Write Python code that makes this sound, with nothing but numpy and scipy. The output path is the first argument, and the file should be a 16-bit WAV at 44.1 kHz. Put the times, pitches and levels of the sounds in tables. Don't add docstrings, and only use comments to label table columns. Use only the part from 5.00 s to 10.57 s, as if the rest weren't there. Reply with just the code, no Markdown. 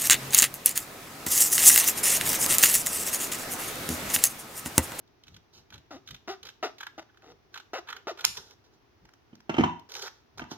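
import sys
import numpy as np
from scipy import signal
from scipy.fft import rfft, irfft
from scipy.io import wavfile
from scipy.ndimage import uniform_filter1d

SR = 44100
rng = np.random.default_rng(int(sys.argv[2]) if len(sys.argv) > 2 else 0)


def how_loud(loudness_db):
    steps = np.asarray(loudness_db, float) / 20
    return 10 ** steps


def log_audio(samples):
    frames = np.atleast_2d(samples).T
    limited = np.clip(frames, -1, 1)
    pcm = np.round(limited * 32767).astype(np.int16)
    wavfile.write(sys.argv[1], SR, pcm)


N = 245637

# [dB per Hz, relative]
RUB_COLOUR = [(240, -40), (400, -3), (648, -13), (858, -7.5), (1270, -11), (1600, -7.5), (1960, -9.5),
              (2510, -7.5), (3700, -1.5), (4500, -5.5), (5800, -4.5), (6900, -15), (8850, -34.5),
              (15000, -22), (15700, -33), (16500, -47)]


def in_time(tables):
    t = np.arange(N) / SR
    times_s, *columns = np.vstack(tables).T
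    inside = sum((t >= rows[0][0]) & (t <= rows[-1][0]) for rows in tables)
    gate = uniform_filter1d(inside * 1.0, size=20)
    return gate, [np.interp(t, times_s, column) for column in columns]


def rms_one(x):
    return x / np.sqrt(np.mean(x ** 2) + 1e-20)


def evened(x):
    return x / np.sqrt(uniform_filter1d(x ** 2, size=660) + 1e-12)


def band(x, low_hz, high_hz):
    sos = signal.butter(2, [low_hz, high_hz], "band", fs=SR, output="sos")
    return signal.sosfilt(sos, x + 1e-18)


def coloured(x, spectrum):
    hz, level_db = np.transpose(spectrum)
    bin_hz = np.arange(N // 2 + 1) * SR / N + 1
    return irfft(rfft(x) * how_loud(np.interp(np.log(bin_hz), np.log(hz), level_db)), N)


def resonances(x, peaks):
    out = 0
    for k, (hz, width_hz, level_db) in enumerate(peaks):
        r = np.exp(-np.pi * width_hz / SR)
        a = [1, -2 * r * np.cos(2 * np.pi * hz / SR), r * r]
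        ring = signal.lfilter([(1 - r * r) / 2, 0, (r * r - 1) / 2], a, x + 1e-18)
        out = out + (-1) ** k * how_loud(level_db) * ring
    return out


def decay(x, time_s):
    return signal.lfilter([1], [1, -np.exp(-1 / (time_s * SR))], x)


def swell_and_die(x, time_s):
    slow = np.exp(-1 / (time_s * SR))
    return signal.lfilter([3 * (1 - slow)], [1, -2 * slow, slow ** 2], x + 1e-18)


def grit(per_s, spread_db, smooth):
    sizes = how_loud(spread_db * np.minimum(rng.exponential(1, N), 4)) * rng.choice([-1, 1], N)
    clicks = rms_one(sizes * (rng.random(N) < per_s / SR))
    return rms_one(clicks + smooth * rng.standard_normal(N))


def friction(per_s, spread_db, smooth, ring_db):
    # pitch_hz [Hz], width_hz [Hz], level_db [dB]
    blade_modes = [(1210, 82, -7), (1735, 120, 3), (2800, 67, -22.5), (3400, 490, 7.5), (3950, 600, -11),
                   (5430, 130, -13.5)]
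    cut_through_s = 3.25
    noise = coloured(grit(per_s, spread_db, smooth), RUB_COLOUR)
    cutting = np.arange(N) < cut_through_s * SR
    return rms_one(noise) + cutting * how_loud(ring_db) * rms_one(resonances(noise, blade_modes))


def bursts(rows, fall_ms, high_db):
    out = np.zeros(N)
    lead = SR // 25
    ms = np.arange(-lead, SR // 15) * 1000 / SR
    noise = friction(9000, 2.5, .8, 0.0)
    mid = evened(band(noise, 1900, 5500))
    high = evened(band(noise, 4500, 20000))
    low = evened(band(band(friction(9000, 2.5, .8, 7.0), 800, 2200), 800, 2200))
    for peak_s, peak_db, low_db, rise_ms in rows:
        start = round(peak_s * SR) - lead
        at = slice(start, start + len(ms))
        burst = low[at] * how_loud(low_db) + mid[at] + high[at] * how_loud(high_db)
        burst = burst / np.sqrt(1 + how_loud(2 * low_db) + how_loud(2 * high_db))
        drop_db = np.where(ms < 0, 12 * (ms / rise_ms) ** 2, 12 * ms / fall_ms)
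        out[at] += how_loud(peak_db) * burst * how_loud(-drop_db)
    return out


def rub(hiss, drag):
    noise = friction(4000, 3.0, 1, -8.0)
    return hiss * rms_one(band(noise, 2000, 17000)) + drag * rms_one(band(noise, 400, 2000))


def air():
    # [dB per Hz, relative]
    tone = [(15, -9.5), (25, -33.5), (43, -12.5), (118, -7.5), (192, -19.5), (232, -14.5), (389, -10),
            (538, -22.5), (687, -17.5), (4240, -31), (6040, -31), (7920, -54.5), (16500, -39.5)]
    shared, left, right = rng.standard_normal((3, N))
    b, a = signal.butter(1, 300, fs=SR)
    sides = []
    for own in (left, right):
        spectrum = rfft(1.1 * signal.lfilter(b, a, shared) + own)
        flat = irfft(spectrum / np.sqrt(uniform_filter1d(abs(spectrum) ** 2, size=200)), N)
        sides.append(coloured(flat, tone))
    return how_loud(-64) * rms_one(np.array(sides))


def crackles():
    # peak_s [s], level_db [dB], body under 2.2 kHz low_db [dB re middle], rise_ms [ms over 12 dB]
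    crackle_rows = [(0.0772, -58, -26, 1.2), (3.3551, -44, 0, 8.0), (3.3768, -31, -7.5, 9),
                    (3.5112, -46.5, 1.5, 3.3), (4.0545, -49.5, 8, 3.1), (4.0924, -52.5, 11, 4.1),
                    (4.1367, -48.5, 1, 0.65), (4.3547, -50, -4.5, 2.4), (4.4051, -50.5, 4, 1.6),
                    (4.796, -48, -14.5, 1), (4.8968, -40.5, -6, 1.4), (4.9046, -46, 4.5, 0.76),
                    (4.9198, -33, -9, 1.2), (4.9407, -31.5, -14, 1.096), (4.953, -29, -20, 1.1),
                    (4.9674, -31, -2.5, 2.5), (4.9965, -36.5, -7, 5.5), (5.0276, -31.5, -14, 9.9),
                    (5.0818, -38, 8, 27), (5.3823, -36.5, 3.5, 1.6), (5.3957, -30.5, 16, 1.1),
                    (5.4403, -40, 14, 0.77)]
    return bursts(crackle_rows, fall_ms=3.9, high_db=6.5)


def chafes():
    # peak_s [s], level_db [dB], squeal under 2.2 kHz low_db [dB re middle], rise_ms [ms over 12 dB]
    catches = [(0.2377, -45.5, -29, 1.4), (0.27, -48, -10, 0.89), (0.282, -43, -18, 1.9),
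               (0.3444, -45, -12, 1.6), (0.368, -44.5, -11, 5), (0.7046, -43.5, -11, 1.1),
               (0.7257, -43, 0, 1), (0.7448, -41.5, -20, 11), (0.757, -46, -1, 2.2), (0.78, -44, -22, 0.57),
               (1.0756, -35.5, -22, 1.1), (1.0881, -36.5, -7, 0.46), (1.1101, -33, -13, 3),
               (1.148, -37.5, -10, 4.3), (1.1646, -48, -27, 1.7), (1.4315, -35, -23, 2),
               (1.4541, -33.5, -13, 2), (1.4731, -38.5, -22, 8.4), (1.4897, -35, -7.5, 2.5),
               (1.5008, -45, -18, 1.1), (1.7843, -38.5, -23, 1.6), (1.8117, -34, -0.5, 8.6),
               (1.8346, -35, 3.5, 6.1), (1.868, -29, 3.7, 1.4), (2.1014, -59.5, 25, 11.6),
               (2.1456, -58, 8, 1.19), (2.174, -51.5, -1, 1.9), (2.2221, -51.5, 0, 1.35),
               (2.5428, -33.5, -4.5, 1.4), (2.5634, -37.5, 3.5, 9.2), (2.5768, -32.5, -6, 2.25),
               (2.6013, -38.5, -3, 2.6), (2.8761, -44.5, 2, 4.05), (2.8925, -33.5, 4.5, 7.3),
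               (2.9076, -34, -2.5, 8.3), (2.9291, -31, 4.5, 3.4), (2.9661, -33.5, 0, 0.87),
               (3.1749, -42, -4, 1.2), (3.1957, -37.5, -4, 8.9), (3.2111, -32, -10, 4),
               (3.2475, -17, -3.5, 4.5), (3.2673, -47, 2.5, 2.6)]
    return bursts(catches, fall_ms=6.6, high_db=-1)


def blade_slides():
    # start_s [s], length_s [s], hiss_db [dB], drag under 2 kHz drag_db [dB]
    slide_rows = [(0.258, 0.1, -66.5, -69.5), (0.527, 0.062, -54, -61.5), (0.716, 0.04, -66, -57),
                  (1.056, .08, -61, -70), (1.428, 0.056, -59, -56), (1.782, 0.054, -58, -59),
                  (2.524, 0.058, -61, -61), (2.86, .13, -65, -55.5), (3.17, 0.081, -53, -50)]
    attack_s, fade_db_per_s = 0.01, 461.5
    t = np.arange(N) / SR
    hiss, drag = np.zeros(N), np.zeros(N)
    for start_s, length_s, hiss_db, drag_db in slide_rows:
        rise = np.clip((t - start_s) / attack_s, 0, 1)
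        shape = rise * how_loud(-fade_db_per_s * np.maximum(t - start_s - length_s, 0))
        hiss += how_loud(hiss_db) * shape
        drag += how_loud(drag_db) * shape
    return rub(hiss, drag)


def thumps():
    # [s, falls 24 dB]
    lurches = [(0.34, -57.5, 0.1), (0.6, -63.5, 0.062), (0.757, -55.5, 0.067), (0.953, -61, 0.06),
               (1.13, -52, 0.054), (1.29, -70, 0.068), (1.455, -65.5, 0.072), (2.094, -86, .05),
               (2.327, -70, 0.059), (3.29, -56.5, 0.079), (3.387, -58.5, 0.031), (4.04, -61, .05),
               (4.624, -56.5, 0.11), (5.41, -53.5, 0.084)]
    t = np.arange(N) / SR
    swell = np.zeros(N)
    for peak_s, level_db, half_s in lurches:
        swell += how_loud(level_db - 24 * np.minimum(((t - peak_s) / half_s) ** 2, 20))
    return swell * evened(band(rng.standard_normal(N), 55, 180))


def cuts():
    # time_s [s], mean slip rate per_s [1/s], card flex_db [dB],
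    # blade edge rasp_db [dB]
    strokes = [
        [(0.907, 326, -46.5, -42), (0.955, 246, -46, -52.5), (0.963, 317, -42, -52.5), (0.995, 430, -65, -66)],
        [(1.276, 285, -42, -37.5), (1.304, 393, -35.5, -37), (1.337, 382, -57.5, -43), (1.41, 324, -67, -95)],
        [(1.627, 313, -41, -29), (1.647, 474, -35, -31.5), (1.657, 325, -34, -35.5), (1.681, 182, -62, -42.5),
         (1.72, 113, -64, -66)],
        [(1.979, 317, -44, -41.5), (1.999, 318, -43.5, -42.5), (2.011, 328, -63, -62), (2.03, 290, -63, -51)],
        [(2.23, 138, -63.5, -56), (2.292, 159, -53.5, -59), (2.32, 162, -56, -53), (2.345, 140, -66, -93)],
        [(2.733, 371, -34, -34), (2.757, 510, -64, -33.5), (2.771, 565, -62, -37), (2.791, 325, -42.5, -39.5),
         (2.82, 386, -69, -84)],
        [(3.07, 354, -34.5, -35.5), (3.092, 624, -43.5, -34), (3.1, 690, -61, -35), (3.116, 353, -37.5, -43.5),
         (3.15, 304, -69, -83)],
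    ]
    # pitch_hz [Hz], width_hz [Hz], level_db [dB]
    card_modes = [(310, 95, -1), (710, 130, 5), (1213, 150, 9), (1910, 810, -8), (2810, 230, -3)]
    on, (per_s, flex_db, rasp_db) = in_time(strokes)
    bite = decay(np.maximum(np.diff(on, prepend=0), 0), .011)
    rough = np.clip(.15 + bite + (300 - per_s) / 250 * (per_s < 260), 0, 1)

    wobble = rms_one(band(rng.standard_normal(N), 54, 400))
    cycle = np.cumsum(per_s * (1 + .33 * rough * wobble) / SR)
    slips = np.diff(np.floor(np.maximum.accumulate(cycle)), prepend=0)
    slips = slips * how_loud(5 * rough * rng.standard_normal(N))
    puff = decay(slips, 0.001)
    tearing = puff * rng.standard_normal(N)

    steady = np.diff(np.floor(np.cumsum(per_s / SR)), prepend=0)
    flex = evened(band(band(steady + 1.2 * rough * slips, 200, 480), 200, 480))
    mid = evened(band(resonances(slips + .15 * rough * tearing, card_modes), 480, 1100))
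    edge = evened(band(resonances(slips + (.1 + .15 * rough) * tearing, card_modes), 1100, 2600))
    rasp = mid + how_loud(-1) * edge
    fibres = coloured((puff + .5) * rng.standard_normal(N), RUB_COLOUR)
    hiss = evened(band(fibres, 2800, 17000))
    hiss_db = rasp_db + 0.2 * (flex_db - rasp_db) - 7 - 5.5 * bite
    return band(on * (how_loud(flex_db) * flex + how_loud(rasp_db) * rasp + how_loud(hiss_db) * hiss), 230, 19000)


def snap():
    # [dB, relative]
    partings = [(3.2503, -5), (3.2509, 5.5), (3.2514, -1), (3.2533, -25.5)]
    # pitch_hz [Hz], width_hz [Hz], level_db [dB]
    rings = [(2480, 650, -11), (3940, 900, -7), (5490, 800, -4), (6940, 470, -5.5), (9560, 1800, -13.5),
             (13500, 1600, -17.5)]
    clicks = np.zeros(N)
    for k, (time_s, level_db) in enumerate(partings):
        clicks[round(time_s * SR)] = (-1) ** k * how_loud(level_db + 19.5)
    return resonances(clicks, rings)


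def sliding_hands():
    # time_s [s], hiss level_db [dB]
    passes = [
        [(3.255, -50), (3.3, -60.5), (3.34, -70), (3.38, -40.5), (3.42, -57), (3.5, -57.5), (3.54, -59)],
        [(3.64, -63.5), (3.67, -67), (3.7, -89), (3.74, -64.5), (3.78, -83)],
        [(4.89, -51), (4.92, -50), (4.96, -41.5), (5.01, -45), (5.035, -38), (5.085, -45.5), (5.105, -70),
         (5.16, -66.5), (5.22, -75)],
        [(5.375, -45.5), (5.41, -53.5), (5.46, -84), (5.5, -60), (5.515, -38), (5.57, -61)],
    ]
    on, (level_db,) = in_time(passes)
    return rub(on * how_loud(level_db), on * how_loud(level_db - 2.5))


def knocks():
    # time_s [s], level_db [dB, relative], hardness_db [dB]
    touches = [(4.017, -56.5, -14.5), (4.053, -67, -4), (4.328, -39, -7.5), (4.493, -21.5, 7.5),
               (4.509, -48.5, -25.5), (4.54, -26, 6.5), (4.565, -33.5, 12.5), (4.581, -8.5, -1.5),
               (4.593, -13.5, -6), (4.605, -14.5, -3.5), (4.635, -14.5, 4.5), (4.655, -27.5, -8.5),
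               (5.394, -38, 12), (5.416, -31.5, 4), (5.513, -30.5, 1)]
    # pitch_hz [Hz], level_db [dB, relative], t60_s [s]
    table_modes = [(100, -8, .12), (160, -5, .08), (190, -8, .05), (240, -1, .035), (278, -1, .035),
                   (335, -1, .035), (450, -16, .03), (680, -9, .03), (760, -9, .035), (890, -3, .03),
                   (960, -4, .03), (1230, -11, .025), (1577, -15, .025), (1976, -16, .03), (2120, -17, .03),
                   (2720, -14, .05), (2880, -14, .035), (3080, -13, .03), (3620, -24, .06),
                   (4140, -27, .015), (5700, -24, .012), (6200, -26, .012)]
    contact_s, rattle_s = 0.0021, 0.00485
    time_s, level_db, hard_db = np.transpose(touches)
    at = (time_s * SR).round().astype(int)
    chance = rng.standard_normal((len(at), len(table_modes)))
    modes = np.zeros(N)
    for k, (hz, mode_db, t60_s) in enumerate(table_modes):
        clicks = np.zeros(N)
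        clicks[at] = how_loud(level_db + mode_db - 28.5 + hard_db * (hz > 600) + 2 * chance[:, k])
        ragged = swell_and_die(clicks, contact_s) * rng.standard_normal(N)
        r, w = how_loud(-60 / (t60_s * SR)), 2 * np.pi * hz / SR
        modes += signal.lfilter([0, np.sin(w)], [1, -2 * r * np.cos(w), r * r], ragged)

    hits = np.zeros(N)
    hits[at] = how_loud(level_db + hard_db - 10)
    rattle = swell_and_die(hits, rattle_s) * grit(1800, 1.4, 0.84)
    body = band(band(rattle, 840, 2600), 330, 3640)
    bright = how_loud(-17) * band(rattle, 5400, 6950) + how_loud(-35) * band(rattle, 8000, 16000)
    return band(modes, 93, 10000) + body + bright


def heard(x, lag, left_db, room_db, near_db=-10):
    room_t60_s, wall_cut_hz = 0.35, 14300
    t = np.arange(SR // 2) / SR
    noise = rng.standard_normal((2, 2, len(t)))
    near = noise[0] * how_loud(-60 * t / 0.007) * (t > .001)
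    tail = signal.lfilter(*signal.butter(1, wall_cut_hz, fs=SR), noise[1])
    tail = tail * how_loud(-60 * t / room_t60_s) * (t > .006)
    near, tail = (e / np.linalg.norm(e, axis=1, keepdims=True) for e in (near, tail))
    response = how_loud(near_db) * near + how_loud(room_db) * tail
    bass = signal.lfilter(*signal.butter(1, 350, fs=SR), response)
    response += bass[0] - bass
    response[0, round(lag)] += how_loud(left_db)
    response[1, 0] += 1
    return signal.fftconvolve(x[None], response, axes=1)[:, :N]


def scene():
    card = heard(cuts() + thumps(), lag=4, left_db=1.5, room_db=-15.0)
    rubbing = blade_slides() + sliding_hands()
    blades = heard(crackles() + chafes() + rubbing, lag=4, left_db=-4, room_db=-15)
    last_cut = heard(snap(), lag=6, left_db=-6, room_db=-16, near_db=-17)
    table = heard(knocks(), lag=10.2, left_db=-3.0, room_db=-8.0)
    return card + blades + last_cut + table + air()


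def band_limit(x):
    return signal.sosfilt(signal.butter(12, 16980, fs=SR, output="sos"), x)


def record(dry):
    sos = signal.butter(2, [35, 15800], "band", fs=SR, output="sos")
    mix = 1.051 * np.tanh(signal.sosfilt(sos, dry))
    return band_limit(mix)


dry = scene()
out = record(dry)
log_audio(out)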